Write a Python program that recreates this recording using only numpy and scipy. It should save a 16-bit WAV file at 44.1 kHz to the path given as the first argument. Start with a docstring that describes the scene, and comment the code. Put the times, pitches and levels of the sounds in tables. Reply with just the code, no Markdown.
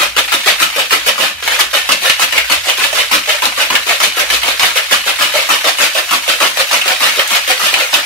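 """A metal cocktail shaker full of ice and drink is shaken hard, across a table in a dining room.
About 6.6 times a second the load crashes into the narrow and the wide end by turns: random showers
of short strikes make the clatter and spray, and decaying modes make the thump and the ringing air.
Knocks and ticks stand out, and loose cubes tumble. Changing room echoes smear each crash, and the loudest
peaks overload the microphone. Underneath lie a low house rumble, a wavering drone and two soft bumps."""
import sys
import numpy as np
from scipy import signal
from scipy.fft import rfft, irfft, next_fast_len
from scipy.io import wavfile
from scipy.ndimage import uniform_filter1d

SR = 44100
rng = np.random.default_rng(int(sys.argv[2]) if len(sys.argv) > 2 else 0)


def output_pcm(signal):
    """Save a mono or channel-first signal as 16-bit PCM at the path in sys.argv[1].

    Samples are clipped to [-1, 1] before scaling.
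    """
    pcm = np.clip(np.atleast_2d(signal).T, -1, 1) * 32767
    wavfile.write(sys.argv[1], SR, np.round(pcm).astype(np.int16))


N = 355357
TIME = np.arange(N) / SR  # seconds


def gain_of(db):
    """Decibels to amplitude."""
    return 10 ** (np.asarray(db) / 20)


def unit(x):
    """Scales each response to energy 1."""
    return x / np.sqrt(np.sum(x ** 2, -1, keepdims=True) + 1e-20)


def read(points, hz):
    """Reads a curve on a log-frequency axis."""
    f, value = np.transpose(points)
    return np.interp(np.log(hz + 1), np.log(f + 1), value)


def add(mix, s, sound):
    """Mixes a sound in at time s, in seconds."""
    part = mix[max(round(s * SR), 0):][:len(sound)]
    part += sound[:len(part)]


# Likeness of the two microphone ports. Each row: frequency in Hz, correlation.
PORT_LIKENESS = [(50, 0.87), (300, 0.9), (550, 0.73), (900, 0), (15000, 0.066)]
# Colour of the ports. 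Each row: frequency in Hz, left minus right in dB.
PORT_COLOUR = [(300, 0), (600, -1), (1000, 0.5), (1300, 6), (1950, -1), (2350, 0.5), (3150, 0),
               (3500, -4.5), (5500, 0)]


def ports(pair):
    """Two close ports share the bass, and each colours the treble in its own way."""
    hz = np.fft.rfftfreq(pair.shape[1], 1 / SR)
    a, b = rfft(pair)
    same = np.clip(read(PORT_LIKENESS, hz), -1, 1)
    mid = a * np.sqrt((1 + same) / 2)
    side = b * np.sqrt((1 - same) / 2)
    tilt = gain_of(read(PORT_COLOUR, hz) / 2)  # half the difference on each side
    return irfft(np.array([(mid + side) * tilt, (mid - side) / tilt]), pair.shape[1])


# Spectrum of the house background. Each row: frequency in Hz, relative level in dB per Hz.
RUMBLE_SPECTRUM = [(20, -10), (44, -8), (70, -3), (100, 1.5), (130, -21), (400, -24), (16000, -53)]
# Swells of the drone. Each row: time in seconds, level in dB.
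DRONE_LEVEL = [(0, -47), (1.1, -54), (2, -47), (2.6, -49), (3.7, -54), (4.35, -42.5), (4.8, -52),
               (5.6, -53), (8, -59)]


def rumble(db=-55, drone_hz=58, width_hz=3):
    """The low background of the house is shaped noise; narrow-band noise makes a wavering drone."""
    size = next_fast_len(N)
    hz = np.fft.rfftfreq(size, 1 / SR)
    shaped = rfft(rng.standard_normal((2, size))) * gain_of(read(RUMBLE_SPECTRUM, hz))
    noise = ports(irfft(shaped, size))[:, :N]
    resonance = 1 / (1 + ((hz - drone_hz) / width_hz) ** 2)
    drone = irfft(rfft(rng.standard_normal(size)) * resonance, size)[:N]
    drone_gain = gain_of(np.interp(TIME, *np.transpose(DRONE_LEVEL)))
    return gain_of(db) * noise / noise.std() + drone_gain * drone / drone.std()


# Soft low bumps between the crashes. Each row: start in seconds, level at the top of the swell in dB.
SOFT_BUMPS = [(1.33, -42.5), (2.55, -42)]


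def bumps(low_hz=65, high_hz=110, rise_s=0.03):
    """Dull bumps of low-band noise that swell and die away."""
    t = np.arange(SR // 2) / SR
    band = signal.butter(3, [low_hz, high_hz], "band", fs=SR, output="sos")
    swell = t / rise_s * np.exp(1 - t / rise_s)
    out = np.zeros(N)
    for s, db in SOFT_BUMPS:
        noise = signal.sosfilt(band, rng.standard_normal(len(t)))
        add(out, s, gain_of(db) * swell * noise / noise.std())
    return out


# Decay of the room's tail. Each row: frequency in Hz, time to fall by 60 dB in seconds.
ROOM_DECAY = [(150, 0.33), (600, 0.23), (2500, 0.28), (6000, 0.27), (15000, 0.18)]


def echoes(direct_db=-11, early_db=-2.5, early_s=0.0063, tail_db=-4.5, size=14000):
    """One place of the shaker: direct path, quick bounces off hands, table and corner, then the tail."""
    t = np.arange(size) / SR
    reflections = rng.random((2, 2, size)) < 3500 / SR  # 3500 a second
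    early, late = rng.standard_normal((2, 2, size)) * reflections
    hz, s, z = signal.stft(late, SR, nperseg=256)
    decay = gain_of(-60 * s / read(ROOM_DECAY, hz)[:, None])
    tail = signal.istft(z * decay, SR, nperseg=256)[1][:, :size]
    response = gain_of(early_db) * unit(early * np.exp(-t / early_s)) + gain_of(tail_db) * unit(tail)
    # silence in front keeps the filter from wrapping round
    response = ports(np.pad(response, ((0, 0), (size, 0))))[:, size:]
    # the direct sound reaches the right port two samples later
    response[[0, 1], [0, 2]] += gain_of(direct_db)
    return response


def room(x, count=64, size=1600):
    """The shaker moves so fast that its pattern of echoes changes several times in each stroke."""
    places = [echoes() for _ in range(count)]
    fade = signal.windows.cosine(size)
    padded = np.pad(x, size)
    out = np.zeros((2, len(padded)))
    for at in range(0, N + size, size // 2):  # half-overlapping slices
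        piece = padded[at:at + size] * fade
        wet = signal.fftconvolve(piece[None], places[rng.integers(count)], axes=1)
        for channel, sound in zip(out, wet):
            add(channel, at / SR, sound)
    return out[:, size:size + N]


def ring(modes, detune, size=4096):
    """Decaying modes; where the blow lands sets the share of each."""
    hz, width, db = np.transpose(modes)[:, :, None]
    t = np.arange(size) / SR
    share = rng.standard_normal(hz.shape) * gain_of(db) * np.sqrt(width)
    tuning = np.exp(detune * rng.standard_normal())
    decay = np.exp(-np.pi * width * t)
    wave = np.sum(share * decay * np.sin(2 * np.pi * hz * tuning * t), 0)
    # the ring is cut off below its lowest mode
    high_pass = signal.butter(3, 0.79 * hz.min(), "high", fs=SR, output="sos")
    return unit(signal.sosfilt(high_pass, wave))


def causal(gain):
    """The sharpest click that has this magnitude spectrum: the minimum-phase one."""
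    both_sides = np.r_[gain, gain[-2:0:-1]]
    log_gain = np.log(np.maximum(both_sides, 1e-5))
    return np.fft.ifft(np.exp(signal.hilbert(log_gain).conj())).real


# Modes of the metal wall. Each row: frequency in Hz, width in Hz, relative level in dB.
WALL_MODES = [(1547, 140, 0), (1780, 35, 0), (2190, 29, -1), (2442, 84, 1.5), (2637, 66, 2), (2922, 48, 3),
              (3110, 66, 2.5), (3717, 130, 2), (6930, 160, -5)]


def strike(spectrum, contact_hz, octaves, ring_db, size=4096):
    """Ice meets metal: a click centred on the contact pitch, and a short ring of the hand-damped wall."""
    hz = np.fft.rfftfreq(size, 1 / SR)
    contact = 1 / np.sqrt(1 + (np.log2((hz + 1) / contact_hz) / octaves) ** 2)
    click = causal(gain_of(read(spectrum, hz)) * contact)
    wall = gain_of(ring_db) * ring(WALL_MODES, detune=0.012)
    wall[0] += 1  # the click itself
    return unit(signal.fftconvolve(click, wall)[:size])


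# Crashes of the load, into the narrow and the wide end by turns. Each row: start in seconds, basic pile-up
# time in seconds, basic settling time in seconds, force of the ice in dB, force of the drink in dB;
# each layer scales the times and forces its own way.
CRASHES = [(-0.031, 0.044, 0.029, -1, 0), (0.165, 0.017, 0.012, 5.5, 6.5), (0.319, 0.015, 0.016, -1.5, 0.5),
           (0.46, 0.015, 0.023, 5.5, 4.5), (0.601, 0.016, 0.019, 1, 3), (0.761, 0.028, 0.02, -3.5, 1.5),
           (0.908, 0.012, 0.025, 0.5, 1.5), (1.063, 0.012, 0.017, 5.5, 6), (1.18, 0.028, 0.05, -3, -3.5),
           (1.425, 0.088, 0.046, -4.0, -9), (1.59, 0.02, 0.0033, 7.5, 0.5),
           (1.731, 0.0065, 0.038, 1.0, -3.5), (1.89, 0.025, 0.015, -2.5, 2), (2.019, 0.032, 0.034, 0, -1.5),
           (2.195, 0.023, 0.017, 3.5, -1.5), (2.323, 0.044, 0.022, -4.5, -2),
           (2.498, 0.026, 0.016, 1.5, -0.5), (2.658, 0.023, 0.03, -2.5, -3.5),
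           (2.775, 0.048, 0.033, -3, -7.0), (2.929, 0.064, 0.019, 1, -0.5), (3.114, 0.014, 0.024, 1.5, 4),
           (3.275, 0.012, 0.042, -3, -3), (3.421, 0.027, 0.016, -2.5, 2), (3.576, 0.027, 0.026, 0.0, 1.5),
           (3.702, 0.059, 0.0089, -5, -0.5), (3.865, 0.026, 0.037, -1, 1), (4.002, 0.028, 0.025, 0.5, -2),
           (4.168, 0.027, 0.019, 1.5, 2), (4.3, 0.032, 0.024, -0.5, -4), (4.432, 0.043, 0.032, -2.5, 0.0),
           (4.595, 0.026, 0.048, -1.5, -3.5), (4.758, 0.01, 0.017, 2.5, 4), (4.911, 0.011, 0.02, 4.5, 2),
           (5.063, 0.015, 0.019, 1, 2.5), (5.188, 0.022, 0.045, -3.5, -6),
           (5.339, 0.0093, 0.052, -2.5, 2.5), (5.49, 0.008, 0.041, 0, 0.5), (5.643, 0.031, 0.021, 2, 4.5),
           (5.785, 0.038, 0.028, 1.5, -0.5), (5.95, 0.038, 0.009, 1, 2), (6.109, 0.02, 0.024, -0.5, 2.5),
           (6.279, 0.008, 0.027, 1.5, 4), (6.403, 0.015, 0.037, -0.5, 3), (6.572, 0.026, 0.017, 2, 4.5),
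           (6.712, 0.017, 0.033, 0, -0.0), (6.857, 0.056, 0.014, -1, 2), (7.005, 0.023, 0.052, 0, -2.5),
           (7.16, 0.03, 0.023, -2.5, 0), (7.306, 0.042, 0.019, 1, -2), (7.477, 0.023, 0.018, 3, 4),
           (7.596, 0.051, 0.035, -2, -5), (7.729, 0.068, 0.029, -3.5, -0.5),
           (7.931, 0.014, 0.028, -3, -0.5)]


def levels(ends_db, force_db):
    """Level of each crash: set by the end it hits and by its force."""
    return np.resize(ends_db, len(CRASHES)) + force_db


def crashes(levels_db, first_db=-7, pile_share=1.0, settle_share=0.85, steepness=1.65):
    """Power over time: the front of the load lands at once, the rest piles in, then it settles."""
    power = np.zeros(N)
    for (s, pile, settle, *_), db in zip(CRASHES, levels_db):
        pile *= pile_share
        settle *= settle_share
        # a crash that began before the start is joined midway
        t = np.arange(max(-s, 0), max(pile + 3 * settle, -s), 1 / SR)
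        piling = gain_of(first_db * (1.5 - t / pile)) ** 2
        settling = np.exp(-(abs(t - pile) / settle) ** steepness)
        add(power, s, gain_of(db) ** 2 * np.where(t < pile, piling, settling))
    return power


def shower(power, per_s, spread_db, sounds, size=700):
    """Random impacts share out the power of the moment; each picks one of the sounds."""
    strength = gain_of(spread_db * np.minimum(rng.exponential(1, N), 4))
    hits = (rng.random(N) < per_s / SR) * strength
    local = uniform_filter1d(uniform_filter1d(hits ** 2, size), size)
    share = np.sqrt(power / (abs(local) + 0.026 * np.mean(hits ** 2)))
    hits = hits * rng.choice([-1, 1], N) * share
    pick = rng.integers(0, len(sounds), N)
    out = np.zeros(N)
    for at in np.flatnonzero(hits):
        add(out, at / SR, hits[at] * sounds[pick[at]])
    return out


# Modes of the drink's thump. Each row: frequency in Hz, width in Hz, relative level in dB.
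THUMP_MODES = [(192, 33, -6.5), (214.4, 9.4, -5.5), (254, 9.9, -17), (303, 43, 9.5), (370, 83, 7)]
# Thump before force and mix gain: level at the narrow end in dB, level at the wide end in dB.
THUMP_ENDS = (-34.5, -42.5)


def thump(count=48, froth_db_per_s=-0.62):
    """The liquid runs ahead of the ice and thumps into the end; growing froth cushions it more and more."""
    s, _, _, _, drink_db = np.transpose(CRASHES)
    thumps = [ring(THUMP_MODES, detune=0.019) for _ in range(count)]
    force_db = 0.83 * drink_db + froth_db_per_s * (s - s.mean())
    power = crashes(levels(THUMP_ENDS, force_db), first_db=-2.0, pile_share=0.69)
    return gain_of(5.5) * shower(power, per_s=400, spread_db=3.0, sounds=thumps)


# Modes of the air at the wide end. Each row: frequency in Hz, width in Hz, relative level in dB.
WIDE_MODES = [(537, 77, -4.5), (596, 96, 0), (750, 220, -7)]
# This air before force and mix gain: level at the narrow end in dB, level at the wide end in dB.
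WIDE_ENDS = (-25, -23)


def wide_pocket(count=48):
    """Slaps of drink ring the lower air pocket, whose size changes from slap to slap."""
    drink_db = np.transpose(CRASHES)[4]
    pockets = [ring(WIDE_MODES, detune=0.064) for _ in range(count)]
    power = crashes(levels(WIDE_ENDS, 0.71 * drink_db), first_db=-4.0)
    return gain_of(3.5) * shower(power, per_s=450, spread_db=3.0, sounds=pockets)


# Modes of the air at the narrow end. Each row: frequency in Hz, width in Hz, relative level in dB.
NARROW_MODES = [(1049, 165, 1.5), (1110, 350, -5.5), (1283, 120, -1.5)]
# This air before force and mix gain: level at the narrow end in dB, level at the wide end in dB.
NARROW_ENDS = (-17.5, -24.5)


def narrow_pocket(count=48):
    """Slaps of drink ring the higher air pocket, whose size changes from slap to slap."""
    drink_db = np.transpose(CRASHES)[4]
    pockets = [ring(NARROW_MODES, detune=0.063) for _ in range(count)]
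    power = crashes(levels(NARROW_ENDS, 0.97 * drink_db), first_db=-1.0, pile_share=0.85)
    return gain_of(1.24) * shower(power, per_s=450, spread_db=2.5, sounds=pockets)


# Spectrum of knocks and slaps. Each row: frequency in Hz, relative level in dB per Hz.
KNOCK_SPECTRUM = [(130, -28), (300, -19), (550, -6.5), (2700, 4), (4200, -1), (7500, -4), (12500, -5),
                  (15000, -6)]
# First slap before force: level at the narrow end in dB, level at the wide end in dB.
SLAP_ENDS = (13.5, 8.5)
# First slap: contact pitch at the narrow end in Hz, contact pitch at the wide end in Hz.
SLAP_PITCH = (825, 1450)


def slaps(pocket_db=-6.0):
    """The front of the load meets the end with one slap, which rings the air pocket of that end."""
    start, _, _, _, drink_db = np.transpose(CRASHES)
    out = np.zeros(N)
    for k, (s, db) in enumerate(zip(start, levels(SLAP_ENDS, 0.89 * drink_db))):
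        pocket = ring((NARROW_MODES, WIDE_MODES)[k % 2], detune=0.032)
        blow = strike(KNOCK_SPECTRUM, SLAP_PITCH[k % 2], octaves=1.6, ring_db=-13.5)
        add(out, s, gain_of(db) * (blow + gain_of(pocket_db) * pocket))
    return out


# Loose cubes between the crashes. Each row: time in seconds, level in dB before the lead-in and mix gain.
TUMBLE_LEVEL = [(0, -26), (.14, -28), (.27, -18.5), (1.2, -22.5), (1.33, -35), (1.4, -26.5), (1.46, -29),
                (1.7, -24.5), (1.85, -21.5), (8, -20)]


def tumbling(slide_db=5.0, slide_s=0.01, flight_db=-4, flight_s=0.0052):
    """Power of the loose cubes; they slide down the wall ahead of each crash and fly free just before it."""
    starts = np.sort([row[0] for row in CRASHES] + [TIME[-1] + 1])
    wait = starts[np.searchsorted(starts, TIME)] - TIME  # seconds to the next crash
    lead_db = slide_db * np.exp(-wait / slide_s) + flight_db * np.exp(-wait / flight_s)
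    return gain_of(np.interp(TIME, *np.transpose(TUMBLE_LEVEL)) + lead_db) ** 2


def fizz(db=-6, froth_db_per_s=0.3, slide_db=5, slide_s=0.012):
    """Power of droplets between crashes: they run down the wall ahead of the load, more as it froths."""
    froth_db = froth_db_per_s * (TIME - TIME.mean())
    return gain_of(db + froth_db) ** 2 * tumbling(slide_db, slide_s, flight_db=0.5)


# Spectrum of chips and droplets. Each row: frequency in Hz, relative level in dB per Hz.
SPRAY_SPECTRUM = [(130, -63), (2000, -12), (4000, 3), (6700, 0), (7400, -3), (12500, -2.5), (14500, -13.5),
                  (16000, -6.5)]
# Spray before force and mix gain: level at the narrow end in dB, level at the wide end in dB.
SPRAY_ENDS = (-13.5, -16.5)


def spray(count=64):
    """Crushed ice and droplets spray: a dense shower of tiny, bright strikes that barely ring the wall."""
    ice_db = np.transpose(CRASHES)[3]
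    pitches = np.geomspace(4000, 15000, count)  # Hz
    chips = [strike(SPRAY_SPECTRUM, hz, octaves=1.14, ring_db=-38) for hz in pitches]
    power = crashes(levels(SPRAY_ENDS, 0.95 * ice_db), first_db=-3.0, settle_share=1.0) + fizz()
    return gain_of(-0.48) * shower(power, per_s=2200, spread_db=3.5, sounds=chips)


# Spectrum of cubes on the wall. Each row: frequency in Hz, relative level in dB per Hz.
CLATTER_SPECTRUM = [(130, -38), (300, -40), (600, -7), (1000, -6), (1600, -3.5), (2700, -1.5), (4200, -5.5),
                    (5500, -11.5), (7000, -13.5), (15000, -15)]
# Clatter before force and mix gain: level at the narrow end in dB, level at the wide end in dB.
CLATTER_ENDS = (-7, -7)


def clatter(count=64):
    """Cubes strike the wall: thick showers in the crashes, and a sparser tumble of loose ones throughout."""
    ice_db = np.transpose(CRASHES)[3]
    pitches = np.geomspace(1100, 5500, count)  # Hz
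    cubes = [strike(CLATTER_SPECTRUM, hz, octaves=0.84, ring_db=-13.5) for hz in pitches]
    power = crashes(levels(CLATTER_ENDS, 0.69 * ice_db), first_db=-6.5, settle_share=1.027)
    crashing = shower(power, per_s=900, spread_db=3.0, sounds=cubes, size=400)
    loose = shower(tumbling(), per_s=280, spread_db=2.5, sounds=cubes, size=2000)
    return gain_of(-0.64) * crashing + gain_of(-0.86) * loose


# Knocks and ticks that stand out, from a faint bright tick to hard blows. Each row: start in seconds,
# energy in dB before the mix gain, contact pitch in Hz, low when the drink cushions the blow.
WALL_KNOCKS = [(0.325, 15, 1500), (0.628, 16, 2480), (0.763, 10, 2200), (0.798, 14.5, 2390),
               (0.928, 17.5, 1010), (1.477, 15.5, 790), (1.92, 19.5, 4300), (2.097, 24, 2680),
               (2.325, 14, 2200), (2.379, 19.5, 2400), (2.521, 14, 5040), (2.698, 16, 2850),
               (2.837, 15, 2400), (3.294, 15, 2820), (3.454, 16, 4160), (3.705, 12.5, 800),
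               (3.753, 20.5, 2600), (4.302, 17, 2200), (4.433, 11.5, 2200), (4.596, 15, 2900),
               (4.633, 18.5, 978), (5.223, 17.5, 2820), (5.808, 15.5, 605), (6.814, 14, 2600),
               (6.879, 14, 2900), (7.194, 19.5, 1980), (7.275, 8, 8200), (7.74, 19.5, 2600),
               (7.94, 20.5, 4040)]


def knocks():
    """Knocks on the wall, from single cubes and the sharp fronts of some crashes: a click and short ring."""
    out = np.zeros(N)
    for s, db, hz in WALL_KNOCKS:
        add(out, s, gain_of(db) * strike(KNOCK_SPECTRUM, hz, octaves=0.61, ring_db=-12.0))
    return gain_of(3.1) * out


def scene():
    """The shaker in the room, over the house background."""
    drink = thump() + wide_pocket() + narrow_pocket()
    ice = spray() + clatter() + knocks()
    return rumble() + bumps() + room(drink + slaps() + ice)


def record(dry, ceiling=1.0, knee=5, edge_hz=15720):
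    """The microphone rounds off the loudest peaks; then a steep low-pass limits the band."""
    rounded = dry / (1 + abs(dry / ceiling) ** knee) ** (1 / knee)
    low_pass = signal.firwin(511, edge_hz, window=("kaiser", 9), fs=SR)
    return signal.oaconvolve(rounded, low_pass[None], "same")


dry = scene()
out = record(dry)
output_pcm(out)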